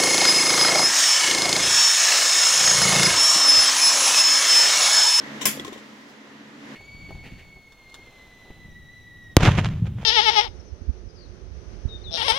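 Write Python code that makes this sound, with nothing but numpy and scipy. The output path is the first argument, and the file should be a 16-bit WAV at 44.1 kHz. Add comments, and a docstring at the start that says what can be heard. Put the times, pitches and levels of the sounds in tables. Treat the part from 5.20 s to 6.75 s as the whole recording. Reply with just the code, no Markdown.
"""A rice cooker lever snaps over under a finger, close by in a small kitchen.
It scrapes and pings under load, then hits its stop: a hard crack, ringing sheet metal, a low boom
of the pot and a short room tail. Light taps, faint scrapes and a dull thud follow as the finger
lets go, then soft swishes of the hand. Behind it, room noise and a low hum sink and rise again."""
import sys
import numpy as np
from scipy import signal
from scipy.fft import rfft, irfft
from scipy.io import wavfile
from scipy.ndimage import uniform_filter1d

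SR = 44100
rng = np.random.default_rng(int(sys.argv[2]) if len(sys.argv) > 2 else 0)


def inscribe(sig):
    """Save sig as 16-bit PCM at rate SR to the path in sys.argv[1].

    A 1-D sig is mono; a 2-D sig holds one channel per row.
    Samples are clipped to [-1, 1] before scaling.
    """
    pcm = np.round(np.clip(np.atleast_2d(sig).T, -1, 1) * 32767)
    wavfile.write(sys.argv[1], SR, pcm.astype(np.int16))


N = 68355
TIME_S = np.arange(N) / SR
FREQ_HZ = np.maximum(np.arange(N // 2 + 1) * SR / N, 1)
LEFT_RIGHT = np.array([[1], [-1]])
SNAP_S = 0.2543


def gain(db):
    """Decibels to amplitude."""
    return 10 ** (np.asarray(db) / 20)


def curve_at(points, hz):
    """Interpolate on a log-frequency axis."""
    knots_hz, values = np.array(points, float).T
    return np.interp(np.log(hz), np.log(knots_hz), values)


def unit_rms(x):
    """Scale to rms 1."""
    return x / np.sqrt(np.mean(x ** 2))


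def envelope(start_s, rise_s, t60_s, hold_s=0):
    """Linear attack; exponential decay from hold_s after the start."""
    age_s = TIME_S - start_s
    attack = np.clip(age_s / rise_s, 0, 1)
    return attack * np.exp(-np.log(1000) * np.maximum(age_s - hold_s, 0) / t60_s)


# Left-right likeness of noise (frequency [Hz], correlation [-1..1])
STEREO_CORRELATION = [(50, -0.24), (140, 0.22), (280, 0.4), (500, 0.78), (1100, 0.19), (2200, -0.11),
                      (5000, 0.3), (15000, 0.05)]
def noise(spectrum, pan_db=0):
    """Coloured, partly correlated stereo noise of rms 1; pan_db is left minus right."""
    mid, side = rfft(rng.standard_normal((2, N)))
    correlation = curve_at(STEREO_CORRELATION, FREQ_HZ)
    mid, side = mid * np.sqrt(1 + correlation), side * np.sqrt(1 - correlation)
    pair = (mid + LEFT_RIGHT * side) * gain(LEFT_RIGHT * pan_db / 2)
    return unit_rms(irfft(pair * gain(curve_at(spectrum, FREQ_HZ)), N))


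def narrow_noise(hz, width_hz):
    """Two independent noises around one resonance; rms 1."""
    phasors = np.exp(2j * np.pi * rng.random((2, len(FREQ_HZ))))
    return unit_rms(irfft(phasors / (1 + ((FREQ_HZ - hz) / width_hz) ** 2), N))


def shell_ripple(x, spacing_hz=70, depth_db=3.2):
    """The shell's many small resonances as a random comb filter; rms 1."""
    knots_hz = np.arange(0, SR / 2, spacing_hz)
    heights = np.clip(rng.standard_normal(len(knots_hz)), -2, 2)
    ripple_db = depth_db * np.interp(FREQ_HZ, knots_hz, heights)
    return unit_rms(irfft(rfft(x) * gain(ripple_db), N))


# Stereo balance of the cooker (frequency [Hz], left minus right [dB])
COOKER_PAN = [(200, 3), (700, 9.5), (2400, -1), (5000, 0), (7300, 3), (9500, 6), (12500, 2.5), (16000, 0)]
def ring(modes, start_s, rise_s, ear_lag_s=0.00009):
    """Struck modes; the left-right phase gap grows with pitch, up to a quarter cycle."""
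    out = np.zeros((2, N))
    for (hz, db, t60_s), (half_turns, skew) in zip(modes, rng.uniform(-1.04, 1, (len(modes), 2))):
        gap_rad = np.sign(skew) * min(2 * np.pi * hz * ear_lag_s, np.pi / 2)
        phase_rad = np.pi * half_turns + LEFT_RIGHT * gap_rad / 2
        tone = np.sin(2 * np.pi * hz * (TIME_S - start_s) + phase_rad)
        pan = gain(LEFT_RIGHT * curve_at(COOKER_PAN, hz) / 2)
        out += gain(db) * pan * tone * envelope(start_s, rise_s, t60_s)
    return out


# Room noise colour (frequency [Hz], relative density [dB])
ROOM_SPECTRUM = [(25, -32), (60, -15.5), (110, -10), (180, -22), (330, 0), (490, -0.5), (720, -6),
                 (1000, -3.5), (1450, -5.5), (1930, -1.5), (2400, -8.5), (3200, -10), (4500, -15.5),
                 (6900, -20.5), (8300, -29.5), (12000, -34), (15000, -37), (16000, -47.5)]
# Room noise contour (time [s], level [dB])
ROOM_LEVEL = [(0, -39), (.1, -39.5), (.24, -38.5), (.36, -41), (.48, -43.5), (.6, -45.5), (.76, -47.5),
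              (1.0, -48), (1.25, -48), (1.38, -48), (1.47, -44), (1.55, -42)]
def room_noise():
    """Broad noise that sinks and rises again."""
    level_db = np.interp(TIME_S, *np.array(ROOM_LEVEL).T)
    return gain(level_db) * noise(ROOM_SPECTRUM, pan_db=-0.97)


# Steady hum tones (harmonic number, relative level [dB])
HUM_HARMONICS = [(2, -8), (3, 1), (4, -4)]
# Hum resonances (centre [Hz], width [Hz], relative level [dB])
HUM_BANDS = [(142.1, 9.8, -16.5), (218.2, 17.5, -11.5), (258, 41, -3.5), (287.5, 17, -7)]
# Hum contour (time [s], gain [dB])
HUM_GAIN = [(0, -42.5), (.15, -40), (.35, -41.5), (.55, -47.5), (.8, -51), (1.05, -52), (1.25, -48.5),
            (1.4, -47), (1.55, -42.5)]
def hum(fundamental_hz=71.4, tones_db=-5, side_db=-13.5):
    """Three steady harmonics among wavering resonances."""
    out = 0
    for harmonic, db in HUM_HARMONICS:
        cycles = harmonic * fundamental_hz * TIME_S + rng.random()
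        out = out + gain(tones_db + db) * np.sqrt(2) * np.sin(2 * np.pi * cycles)
    for hz, width_hz, db in HUM_BANDS:
        mid, side = narrow_noise(hz, width_hz)
        out = out + gain(db) * (mid + gain(side_db) * side * LEFT_RIGHT)
    return out * gain(np.interp(TIME_S, *np.array(HUM_GAIN).T))


# Swells in the room noise (start [s], hold [s], centre [Hz], level [dB])
ROOM_SWELLS = [(0.033, .05, 1947, -42.5), (1.095, .015, 1810, -53)]
def room_swells():
    """Narrow bands of noise swell faintly, almost to a tone."""
    out = 0
    for start_s, hold_s, hz, db in ROOM_SWELLS:
        swell = envelope(start_s, rise_s=0.0069, t60_s=0.22, hold_s=hold_s)
        out += gain(db) * narrow_noise(hz, width_hz=100) * swell
    return out


# Swish colour (frequency [Hz], relative density [dB])
SWISH_SPECTRUM = [(1000, -8), (5000, 12), (9000, -2), (15000, -5.5)]
# Hand movements (start [s], hold [s], level [dB])
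HAND_MOVES = [(0.607, 0.25, -63), (0.866, 0.032, -57)]
def hand_swishes():
    """Soft, bright brushes as the hand draws back."""
    return sum(gain(db) * noise(SWISH_SPECTRUM) * envelope(start_s, rise_s=0.03, t60_s=0.2, hold_s=hold_s)
               for start_s, hold_s, db in HAND_MOVES)


# Thud of the body (frequency [Hz], relative density [dB])
THUD_SPECTRUM = [(30, -20), (70, -7), (100, 10), (150, -11), (300, -28), (1000, -68)]
def body_thud(level_db=-53):
    """The cooker settles on the counter when the push ends."""
    settle = envelope(start_s=0.39, rise_s=0.023, t60_s=0.44, hold_s=0.059)
    return gain(level_db) * noise(THUD_SPECTRUM) * settle


# Taps of finger and loose lever
# (start [s], knock pitch [Hz], knock t60 [s], knock [dB], panel [dB], lever [dB], tick [dB])
RELEASE_TAPS = [(0.3735, 467, 0.018, -21, -48, -45.5, -47), (0.3968, 336, 0.042, -26, -48, -28.5, -38),
                (0.4476, 330, 0.12, -33.5, -32.5, -38, -37.5), (0.479, 409, 0.068, -29.5, -37.5, -42, -42),
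                (.5235, 350, 0.029, -25.5, -46, -50, -58), (.529, 590, 0.018, -34, -39.5, -49, -50),
                (.5600, 470, 0.018, -27, -62.5, -66, -63), (.574, 308, 0.034, -36, -43, -54, -57)]
# Panel modes (frequency [Hz], relative peak [dB], t60 [s])
PANEL_MODES = [(1064, 0.5, 0.072), (1130, -28, 0.025)]
# Loose lever modes (frequency [Hz], relative peak [dB], t60 [s])
LEVER_MODES = [(1975, -5, 0.08), (3230, -5, 0.027), (3340, 0, 0.042), (3515, 2.5, 0.025), (5900, -9, 0.014),
               (7400, -25, .05)]
# Tick colour (frequency [Hz], relative density [dB])
TICK_SPECTRUM = [(500, 2), (3300, 8), (4400, 1), (6500, 3.5), (9000, -6), (15500, -12)]
def release_taps(knock_rise_s=0.002, tick_rise_s=0.0011, contact_db=5):
    """Each tap knocks the housing, rings panel and lever, and ticks, sharpest at first contact."""
    out = 0
    for start_s, knock_hz, knock_t60_s, knock_db, panel_db, lever_db, tick_db in RELEASE_TAPS:
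        knock = ring([(knock_hz, knock_db, knock_t60_s)], start_s, knock_rise_s)
        panel = gain(panel_db) * ring(PANEL_MODES, start_s, knock_rise_s)
        lever = gain(lever_db) * ring(LEVER_MODES, start_s, tick_rise_s)
        contact = gain(contact_db) * envelope(start_s, tick_rise_s, t60_s=0.008)
        decay = envelope(start_s, tick_rise_s, t60_s=0.074)
        tick = gain(tick_db) * shell_ripple(noise(TICK_SPECTRUM, pan_db=6)) * (contact + decay)
        out += knock + panel + lever + tick
    return out


# Lever slips (start [s], hold [s], level [dB])
LEVER_SLIPS = [(0.2095, 0.017, -29), (0.462, 0.0079, -43), (0.523, 0.012, -44.5), (0.573, 0.0069, -47.5)]
# Friction colour (frequency [Hz], relative density [dB])
SCRAPE_SPECTRUM = [(300, -14.5), (880, -6), (1050, -3), (1300, -15.5), (2030, 0), (2500, -3), (3000, 4),
                   (3350, -4), (3720, 2.5), (4400, -16), (5800, -4), (6500, -6.5), (7450, -4.5),
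                   (8400, -14), (15500, -22.5)]
def lever_scrapes(grain_share=0.35):
    """The lever slides in its slot in short gritty slips."""
    grains = uniform_filter1d(rng.exponential(size=N) ** 2, size=40) / 2  # mean 1
    grit = unit_rms(1 - grain_share + grain_share * grains)
    out = 0
    for start_s, hold_s, db in LEVER_SLIPS:
        friction = shell_ripple(noise(SCRAPE_SPECTRUM, pan_db=3.5))
        out += gain(db) * friction * envelope(start_s, rise_s=0.0071, t60_s=0.15, hold_s=hold_s)
    return grit * out


# Loaded lever modes (frequency [Hz], peak [dB], t60 [s])
CATCH_MODES = [(1040, -32, .1), (2030, -40, .12), (3741, -29, .065), (5798, -38, .055), (7461, -40, .12)]
def lever_catch():
    """The lever pings as it takes up the load."""
    return ring(CATCH_MODES, start_s=0.2135, rise_s=0.004)


# Room tail colour (frequency [Hz], relative density [dB])
TAIL_SPECTRUM = [(50, -21.5), (130, -12.5), (450, 2), (750, -6.5), (1350, -5.5), (2300, 2), (2900, -2),
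                 (3400, -2), (3950, -11), (4700, -4.5), (5450, -2), (6500, -4), (7500, -0.5), (8300, -6.5),
                 (9400, -2), (12800, 0), (13700, -2), (16000, -8)]
# Room tail decay (frequency [Hz], t60 [s])
TAIL_DECAY = [(100, 0.24), (500, 0.112), (2000, 0.26), (5000, 0.29), (9000, 0.23), (15000, 0.2)]
def snap_tail(tail_db=-16.5, slap_db=-24, late_db=-51):
    """Shell and kitchen ring on: a dense tail, a slap off the nearest wall, a faint late wash."""
    pan_db = curve_at(COOKER_PAN, FREQ_HZ)
    spectrum = rfft(shell_ripple(noise(TAIL_SPECTRUM, pan_db)))
    tail = 0
    for band_hz, t60_s in TAIL_DECAY:
        crossfade = curve_at([(hz, hz == band_hz) for hz, _ in TAIL_DECAY], FREQ_HZ)
        band = irfft(spectrum * crossfade, N)
        tail += band * envelope(SNAP_S + 0.0038, rise_s=0.0046, t60_s=t60_s)
    bounce = envelope(SNAP_S + 0.014, rise_s=0.00088, t60_s=0.07, hold_s=0.0056)
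    slap = noise(TAIL_SPECTRUM, pan_db) * bounce
    late = noise(TAIL_SPECTRUM, pan_db) * envelope(SNAP_S, rise_s=0.033, t60_s=0.75)
    return gain(tail_db) * tail + gain(slap_db) * slap + gain(late_db) * late


# Crack of the lever on its stop (frequency [Hz], relative density [dB])
CRACK_SPECTRUM = [(60, -17), (200, -5.5), (480, 3.5), (800, -25), (1400, -13.5), (2200, 2.5), (3300, -4),
                  (4050, -12.5), (4700, -11.5), (5500, 8), (6400, -3), (7500, -3), (8400, -6.5), (9400, -1),
                  (12500, -5.5), (15500, -5)]
# Switch and shell modes (frequency [Hz], peak [dB], t60 [s])
SHELL_MODES = [(1061, -23, .11), (1624, -27, .13), (1951, -30, .18), (2021, -29, .14), (2215, -32, .15),
               (2368, -28, .14), (3207, -32, .22), (3455, -31, .25), (4963, -30.5, .19), (5514, -32, .16),
               (5610, -31, .13), (6021, -33, .22), (6425, -31, .17), (6974, -33, .16), (7227, -27, .17),
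               (7555, -27, .18), (8105, -33, .16), (9081, -29, .16), (11432, -28.5, .14), (12295, -27, .15),
               (13707, -34, .16)]
# Pot modes (frequency [Hz], peak [dB], t60 [s])
POT_MODES = [(60, -42, .12), (110, -37, .12), (213, -20, .21), (284, -33.5, .25), (450, -25, .05)]
def lever_snap(crack_db=-11, chatter_s=0.0045, pot_lag_s=0.007):
    """The lever cracks against its stop and rings the shell; the pot booms just after."""
    burst = envelope(SNAP_S, rise_s=0.00093, t60_s=0.013, hold_s=chatter_s)
    crack = gain(crack_db) * noise(CRACK_SPECTRUM, pan_db=5.5) * burst
    shell = ring(SHELL_MODES, SNAP_S, rise_s=0.0037)
    pot = ring(POT_MODES, SNAP_S + pot_lag_s, rise_s=0.022)
    return crack + shell + pot


def scene():
    """Lever and handling over the room."""
    return (lever_snap() + snap_tail() + lever_scrapes() + release_taps() + hand_swishes()
            + room_noise() + hum() + lever_catch() + body_thud() + room_swells())


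def record(dry):
    """Steep low-pass on the top treble."""
    cutoff_hz = 15900
    return signal.sosfilt(signal.ellip(10, 0.2, 80, cutoff_hz, fs=SR, output="sos"), dry)


dry = scene()
out = record(dry)
inscribe(out)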